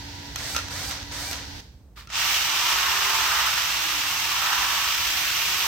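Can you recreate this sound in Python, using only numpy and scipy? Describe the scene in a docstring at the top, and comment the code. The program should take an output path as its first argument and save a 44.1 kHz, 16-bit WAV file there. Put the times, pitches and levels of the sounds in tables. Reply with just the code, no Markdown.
"""Three short drill blips in the air, close to the microphone, over the hum of a fan-like machine nearby.
The hum ends abruptly; the round scrub brush settles on a wet, soapy rubber mat and is driven forward and back.
Random grains make the bristles, spray and gear rattle; sine tones that waver with speed make the motor.
Struck resonances make the clacks; filtered noise makes the machine's air and the distant outdoor rumble."""
import sys
import numpy as np
from scipy import signal
from scipy.fft import rfft, irfft
from scipy.io import wavfile

SR = 44100
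rng = np.random.default_rng(int(sys.argv[2]) if len(sys.argv) > 2 else 0)


def persist_wave(psi):
    """Save psi, clipped to +-1, as 16-bit WAV."""
    counts = np.round(np.clip(psi, -1, 1) * 32767).astype(np.int16)
    wavfile.write(sys.argv[1], SR, np.atleast_2d(counts).T)


N = 250047
TIME = np.arange(N) / SR
BIN_HZ = np.maximum(np.arange(N // 2 + 1) * SR / N, 1)

# Trigger blips in the air. Each row: pressed in seconds, released in seconds, pitch the motor heads for in Hz,
# spin-up time constant in seconds, gear rattle in dB at full speed.
TRIGGER_BLIPS = [(.37, .553, 1000, .15, -38.2), (.696, .9, 860, .09, -38.3),
                 (1.108, 1.315, 860, .098, -38.9)]
# Motor and gear tones in the air. Each row: multiple of the motor pitch, level in dB at full speed.
FREE_ORDERS = [(1, -48), (2, -51), (3, -46.5), (6, -48), (14, -62)]
# Spectra of the free drill: gear rattle, air and bearing noise, low shaking.
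# Each row: frequency in Hz, relative density in dB.
GEARBOX_SPECTRUM = [(250, -22.5), (500, -1), (900, -2), (1900, 3), (2600, -1.5), (3900, 2.5), (4350, 1.5),
                    (4900, 0.5), (6000, 2), (7500, -11.5), (16000, -30)]
WHIRR_SPECTRUM = [(1500, -22), (4400, 5.5), (8400, 0.5), (16000, -8.5)]
SHAKE_SPECTRUM = [(25, -30), (45, -6), (62, 7), (100, 0.5), (170, -14.5), (300, -12), (600, -41.5)]
KICK_HZ, SWITCH_S = 379, .012   # the motor starts from this pitch; time of a switching ramp
COAST_S = .066   # time constant of the run-down
FULL_SPEED_HZ, STALL_HZ = 804, 60   # reference pitch; below the second the gears fall silent
RATTLE_GROWTH = 0.38   # power of the speed
BRAKE_RATTLE_DB, BRAKE_S = 3.5, 0.047   # slack gears rattle harder just after release
EASE_S, EASE_DB = .042, -4.5   # the finger eases off just before release and unloads the gears

# Brush scrubbing the mat. Each row: time in seconds, relative bristle level in dB, relative spray level in dB.
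SCRUB_EFFORT = [(2.17, -26, -41), (2.32, -24.5, -36), (2.52, -26.5, -41), (2.72, -24.5, -37),
                (2.85, -27, -39), (3.2, -26, -38), (3.83, -27.5, -40), (4.6, -26.5, -39), (5.64, -27, -37),
                (5.67, -27.5, -36)]
# Motor under load. Each row: time in seconds, motor pitch in Hz, level in dB.
LOADED_MOTOR = [(2.1, 300, -66), (2.3, 328, -56), (2.55, 320, -58), (2.8, 372, -56), (3.0, 390, -53),
                (3.22, 388, -54), (3.5, 376, -66), (3.88, 318, -55), (4.15, 281, -61), (4.5, 333, -61),
                (4.65, 316, -58), (4.83, 340, -64), (5.13, 315, -56.5), (5.4, 345, -62), (5.67, 393, -58)]
# Motor tones under load. Each row: multiple of the motor pitch, level in dB relative to the motor.
LOADED_ORDERS = [(1, 1), (1.09, -7), (2, -9), (3, -2), (4, -10)]
# Hollow under the brush. Each row: time in seconds, relative level in dB, centre in Hz.
HOLLOW_RING = [(2.17, -34, 1210), (2.4, -36, 1300), (2.53, -34, 1110), (2.82, -29, 1230), (3.06, -31, 1190),
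               (3.15, -30.5, 1050), (3.29, -29, 1250), (3.4, -26.5, 1220), (3.52, -30, 1430),
               (3.75, -35, 1260), (4.26, -36, 1110), (4.51, -26.5, 1220), (4.66, -30.5, 1100),
               (5.07, -37, 1290), (5.18, -36, 1460), (5.67, -37, 1090)]
# Spectra at the mat: driven bristles, flung soap, still bristles settling, tufts snapping free.
# Each row: frequency in Hz, relative density in dB.
BRISTLE_SPECTRUM = [(150, -57), (280, -21.5), (520, -21.5), (880, -9.5), (1600, -8), (2800, -0.5),
                    (4400, -5.5), (5800, -4.5), (8400, -16.5), (12000, -31)]
SPRAY_SPECTRUM = [(6000, -28), (9500, -4.5), (13000, -1.5), (14700, 1), (16000, -11)]
TOUCH_SPECTRUM = [(300, -22), (700, -12.5), (1200, 0.5), (1900, -3.5), (2600, -4.5), (4400, -4),
                  (8000, -17), (16000, -21)]
TUFT_SPECTRUM = [(400, -23), (650, 0), (900, 7.5), (2000, -0.5), (3000, -20)]
# Brush disc and the drill behind it. 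Each row: resonance in Hz, width in Hz, lift in dB.
DISC_RESONANCES = [(624, 12, 6), (896, 25, 2.5), (1820, 54, 2.5), (2400, 80, 1), (2730, 44, 2.5),
                   (3040, 58, 1)]
SCRUB_START_S, SCRUB_ATTACK_S, SCRUB_RISE_DB = 2.083, 0.075, 25.5   # the brush spins up on the mat
BRISTLE_DB, SPRAY_DB, HOLLOW_DB = -0.5, 0.5, -0.2   # added to the levels in the tables
SPRAY_ONSET_S = 0.095   # the soap spray comes up over this time
SETTLE_S, SETTLE_ATTACK_S, SETTLE_HOLD_S = 1.956, .018, .052   # hold counts from the start
SETTLE_DB, SETTLE_FADE_DB_PER_S = -45.5, 240

# Chuck and spindle lock clacking, brush knocking down.
# Each row: time in seconds, relative strength in dB, brightness in dB per octave.
CLACKS = [(0.359, -21, 0.5), (0.548, -26.5, -9), (0.564, -14.8, -1), (0.58, -25, -7), (0.588, -24, -5.5),
          (0.684, -30, -1), (0.895, -29, 0), (0.911, -23.5, -2), (1.312, -26, 1), (1.33, -25, 0),
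          (2.073, -40, -8), (2.102, -33, -3)]
# Drill housing modes. Each row: frequency in Hz, relative strength in dB, 60 dB decay in seconds.
HOUSING_MODES = [(1350, -19, .02), (1900, -18, .02), (2600, -16, .015), (3300, -15, .012), (4200, -15, .01),
                 (5400, -9, .012), (6300, -10, .01), (8000, -15, .008), (11300, -16, .008),
                 (13500, -16, .006)]

# Wavering tones of the nearby machine. Each row: frequency in Hz, rate of wandering in Hz, level in dB.
MACHINE_TONES = [(90.5, 5.8, -49), (965, 5.99, -54), (890, 30, -64), (1965, 31, -59)]
# Rushing air of the nearby machine. Each row: frequency in Hz, relative density in dB.
MACHINE_SPECTRUM = [(25, -32), (55, -4.5), (95, -6.5), (175, -16.5), (290, -19.5), (600, -24.5), (900, -16),
                    (1150, -29.5), (1550, -20), (2400, -22.5), (4500, -19), (6200, -23.5), (8000, -36),
                    (16000, -41)]
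# The machine's air arrives from all sides. Each row: frequency in Hz, left-right likeness from 0 to 1.
DIFFUSE_LIKENESS = [(290, .9), (640, 0)]
MACHINE_DB, HUM_HZ, HUM_DB, HUM_ENDS_S = -41, 285, -50.9971, 1.612
TAIL_DB, TAIL_FADE_DB_PER_S = -8, 100   # the rush drops and fades out quickly where the hum ends

# Distant outdoor rumble. Each row: frequency in Hz, relative density in dB.
YARD_SPECTRUM = [(25, -26.5), (55, 3.5), (75, -5), (130, -5.5), (210, -15), (700, -28.5), (2800, -44),
                 (16000, -47.5)]
YARD_DB = -50

# Microphone pair on close sounds. Each row: frequency in Hz, left-right likeness from 0 to 1.
PAIR_LIKENESS = [(60, .98), (240, .92), (500, .82), (1000, .68), (2000, .5), (4000, .08), (8000, 0)]
# Balance of the pair. Each row: frequency in Hz, left minus right in dB.
PAIR_BALANCE = [(2700, -2.5), (4400, -1), (6400, -5.5), (8200, 12.5), (9800, -0.5), (12500, -7),
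                (15000, -4.5)]
# Response common to the pair. Each row: frequency in Hz, gain in dB.
PAIR_RESPONSE = [(8400, 0), (9800, -4.5), (12200, 1)]
CUTOFF_HZ = 15900


def trigger():
    """Each blip kicks the motor, spins it up and lets it run down; gives pitch and rattle strength."""
    pitches, rattles = [], []
    for pressed, released, top_hz, spin_up_s, db in TRIGGER_BLIPS:
        driven_s = np.minimum(since(pressed), released - pressed)
        hz = top_hz - (top_hz - KICK_HZ) * np.exp(-driven_s / spin_up_s)
        hz = hz * ramp(pressed, SWITCH_S) * np.exp(-since(released) / COAST_S)
        braking = ramp(released, SWITCH_S) * np.exp(-since(released) / BRAKE_S)
        easing = ramp(released - EASE_S, SWITCH_S) - ramp(released, SWITCH_S)
        rattle_db = db + EASE_DB * easing + BRAKE_RATTLE_DB * braking
        pitches.append(hz)
        rattles.append(from_db(rattle_db) * (hz / FULL_SPEED_HZ) ** RATTLE_GROWTH)
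    pitch_hz = np.max(pitches, axis=0)
    turning = np.clip(pitch_hz / STALL_HZ - 1, 0, 1)
    return pitch_hz, turning * np.max(rattles, axis=0)


def free_drill():
    """Gear rattle swells once a turn; whirr and whine grow steeply with speed; the brush shakes the air."""
    pitch_hz, rattling = trigger()
    speed = pitch_hz / FULL_SPEED_HZ
    mesh = 1 + 0.43 * np.cos(2 * np.pi * np.cumsum(pitch_hz) / SR)
    rattle = rattling * colour(grains(16000, spread_db=1.8) * mesh, GEARBOX_SPECTRUM)
    whirr = from_db(-40) * speed ** 1.3 * colour(hiss() * mesh, WHIRR_SPECTRUM)
    tones = speed ** 2 * whine(pitch_hz, FREE_ORDERS, jitter=.013, flutter_db=2.5)
    shake = from_db(-43.0) * speed * colour(hiss(), SHAKE_SPECTRUM)
    return rattle + whirr + tones + shake


def scrubbing():
    """Bristles stick and flick, the hollow under the brush rings, and soap is flung off as fine spray."""
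    bristle_db, spray_db = in_time(SCRUB_EFFORT)
    motor_hz, motor_db = in_time(LOADED_MOTOR)
    hollow_db, hollow_hz = in_time(HOLLOW_RING)
    rise_db = SCRUB_RISE_DB * (ramp(SCRUB_START_S, SCRUB_ATTACK_S) - 1)
    attack = ramp(SCRUB_START_S, SWITCH_S) * from_db(rise_db)
    # the tilted brush, geared down 18 to 1, presses harder once a turn, and its tufts catch unevenly
    turn = 2 * np.pi * np.cumsum(motor_hz / 18) / SR
    press = from_db(0.11 * np.sin(turn) + 0.63 * drift(90))
    flicks = colour(grains(motor_hz * 45, spread_db=2.0), BRISTLE_SPECTRUM)
    bristles = from_db(bristle_db + BRISTLE_DB) * flicks
    # whole tufts snapping free ring the hollow at two pitches
    tufts = colour(grains(motor_hz * 12, spread_db=2.0), TUFT_SPECTRUM)
    low_ring = resonate(tufts, hollow_hz, width_hz=400)
    high_ring = resonate(tufts, 1.65 * hollow_hz, width_hz=430)
    hollow = from_db(hollow_db + HOLLOW_DB) * (low_ring - from_db(-8) * high_ring)
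    rub = bounce(through_disc(bristles + hollow), lag_s=.0055, sway=0.0596, gain_db=-13.5)
    droplets = colour(grains(16000, spread_db=1.5), SPRAY_SPECTRUM)
    spray = ramp(SCRUB_START_S, SPRAY_ONSET_S) * from_db(spray_db + SPRAY_DB) * droplets
    motor = from_db(motor_db) * whine(motor_hz, LOADED_ORDERS, jitter=.014, flutter_db=2.5)
    rumble = from_db(-54.5) * colour(hiss(), SHAKE_SPECTRUM)
    low_tone = from_db(-64.5) * wavering(167, rate_hz=9)
    return attack * (press * (rub + spray) + motor + rumble + low_tone)


def through_disc(x):
    """The disc's resonances lift narrow bands."""
    lift_db = sum(db / (1 + (2 * (BIN_HZ - hz) / width) ** 2) for hz, width, db in DISC_RESONANCES)
    return irfft(rfft(x) * from_db(lift_db), N)


def bounce(x, lag_s, sway, gain_db):
    """A near reflection whose path changes as the arms move."""
    late = TIME - lag_s * (1 + sway * drift(.8))
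    return x + from_db(gain_db) * np.array([np.interp(late, TIME, side) for side in x])


def clacks():
    """Each knock is a sharp snap that rings the housing's modes with strengths of its own."""
    at, strength_db, bright_db = np.transpose(CLACKS)
    chance_db = rng.normal(0, 1.5, (len(at), len(HOUSING_MODES)))
    starts = (at * SR).astype(int)
    rings = np.zeros(N)
    for k, (hz, db, t60) in enumerate(HOUSING_MODES):
        clicks = np.full(N, 1e-18)
        tilt_db = bright_db * np.log2(hz / 4000)
        clicks[starts] = from_db(strength_db + db + chance_db[:, k] + tilt_db)
        r, w = from_db(-60 / (t60 * SR)), 2 * np.pi * hz / SR
        rings += (-1) ** k * signal.lfilter([0, np.sin(w)], [1, -2 * r * np.cos(w), r * r], clicks)
    # the loose jaws chatter for a few milliseconds in every knock
    chatter = rng.standard_normal(300) * np.exp(-np.arange(300) / (SR * .0015))
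    rings = signal.lfilter(chatter / np.linalg.norm(chatter), [1], rings)
    blows = np.full(N, 1e-18)
    blows[starts] = from_db(strength_db)
    burst = signal.lfilter([1], [1, -np.exp(-1 / (SR * 0.0025))], blows)
    snap = burst * colour(hiss(), GEARBOX_SPECTRUM)
    return from_db(4.5) * rings + from_db(-2.5) * snap + from_db(1.5) * echoes(rings, t60=0.2)


def echoes(x, t60, size=8192):
    """Diffuse reflections from the floor and walls, different in each ear."""
    age = np.arange(size) / SR
    tail = rng.standard_normal((2, size)) * from_db(-60 * age / t60) * (age > .002)
    tail = signal.lfilter([1], [1, -.5], tail)   # duller than the direct sound
    return signal.fftconvolve(x[None], tail / np.sqrt(np.sum(tail ** 2) / 2), axes=1)[:, :N]


def settling():
    """The still bristles bend against the wet mat in a brief crackle of grains."""
    fade_db = SETTLE_FADE_DB_PER_S * since(SETTLE_S + SETTLE_HOLD_S)
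    level = ramp(SETTLE_S, SETTLE_ATTACK_S) * from_db(SETTLE_DB - fade_db)
    return level * colour(grains(4000, spread_db=1.0), TOUCH_SPECTRUM)


def machine():
    """Rushing air with a low hum and a few unsteady tones, all nearby."""
    air = from_db(MACHINE_DB) * colour(hiss(), MACHINE_SPECTRUM, DIFFUSE_LIKENESS)
    tones = sum(from_db(db) * wavering(hz, rate) for hz, rate, db in MACHINE_TONES)
    hum = whine(HUM_HZ, [(1, HUM_DB)], jitter=0.007, flutter_db=1.5)
    present = np.clip((HUM_ENDS_S - TIME) / 0.0066, 0, 1)
    tail = from_db(TAIL_DB - TAIL_FADE_DB_PER_S * since(HUM_ENDS_S))
    return air * np.maximum(present, tail) + (tones + hum) * present


def yard():
    """A low outdoor rumble of shaped noise with a distant, wandering drone."""
    rumble = from_db(YARD_DB) * colour(hiss(), YARD_SPECTRUM)
    drone = from_db(-59) * wavering(71, rate_hz=6.7)
    return rumble + drone


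def whine(pitch_hz, orders, jitter, flutter_db):
    """Tones at multiples of a pitch, as from a slightly unsteady shaft."""
    turn = 2 * np.pi * np.cumsum(pitch_hz * (1 + jitter * drift(40))) / SR
    return np.sqrt(2) * sum(from_db(db + flutter_db * drift(14)) * np.sin(k * turn) for k, db in orders)


def wavering(hz, rate_hz):
    """A tone that wanders in strength and phase; rms about 1."""
    in_phase = drift(rate_hz) * np.cos(2 * np.pi * hz * TIME)
    return in_phase + drift(rate_hz) * np.sin(2 * np.pi * hz * TIME)


def grains(per_s, spread_db):
    """Two random click trains with mostly small and a few large clicks."""
    sizes = from_db(spread_db * np.minimum(rng.exponential(1, (2, N)), 4)) * rng.choice([-1, 1], (2, N))
    return rms_one(sizes * (rng.random((2, N)) < per_s / SR))


def hiss():
    """Two unrelated white noises."""
    return rng.standard_normal((2, N))


def drift(rate):
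    """Slow chance with spread 1, moving between two random points per cycle of the rate in Hz."""
    knots = rng.standard_normal(4000)
    return rms_one(np.interp(TIME * rate * 2, np.arange(len(knots)), knots))


def resonate(x, centre_hz, width_hz, size=256):
    """A resonance whose centre moves block by block."""
    out, state, r = np.zeros_like(x), np.zeros((2, 2)), np.exp(-np.pi * width_hz / SR)
    for i in range(0, N, size):
        poles = [1, -2 * r * np.cos(2 * np.pi * centre_hz[i] / SR), r * r]
        out[:, i:i + size], state = signal.lfilter([1, 0, -1], poles, x[:, i:i + size], zi=state)
    return rms_one(out)


def colour(pair, spectrum, likeness=PAIR_LIKENESS):
    """Give two unrelated signals a spectrum and blend them into left and right; mid rms 1."""
    alike = np.clip(per_bin(likeness), 0, .99)
    mid, side = rfft(pair) * from_db(per_bin(spectrum)) * np.sqrt([1 + alike, 1 - alike])
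    mid, side = irfft(np.array([mid, side]), N)
    return (mid + side * np.array([[1], [-1]])) / np.std(mid)


def per_bin(points):
    """A table over log frequency at every bin."""
    hz, value = np.transpose(points)
    return np.interp(np.log(BIN_HZ), np.log(hz), value)


def in_time(rows):
    """Each column of a curve at every sample."""
    s, *columns = np.transpose(rows)
    return [np.interp(TIME, s, c) for c in columns]


def ramp(start_s, length_s):
    """Rise from zero to one and stay there."""
    return np.clip((TIME - start_s) / length_s, 0, 1)


def since(start_s):
    """Seconds gone by, zero before the start."""
    return np.maximum(TIME - start_s, 0)


def from_db(db):
    """Decibels to gain."""
    return 10 ** (np.asarray(db) / 20)


def rms_one(x):
    """Scale to rms 1."""
    return x / np.sqrt(np.mean(x ** 2) + 1e-20)


def place(x):
    """The two microphone ports share a treble dip and hear each frequency at different strength."""
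    half_balance_db = per_bin(PAIR_BALANCE) * np.array([[.5], [-.5]])
    return irfft(rfft(x) * from_db(per_bin(PAIR_RESPONSE) + half_balance_db), N)


def scene():
    """The drill close by in the air, then on the mat, with the machine nearby and the yard far off."""
    close = free_drill() + scrubbing() + clacks() + settling()
    return place(close + machine() + yard())


def record(dry):
    """A steep elliptic low-pass cuts the top."""
    return signal.sosfilt(signal.ellip(12, .1, 85, CUTOFF_HZ, fs=SR, output="sos"), dry)


dry = scene()
out = record(dry)
persist_wave(out)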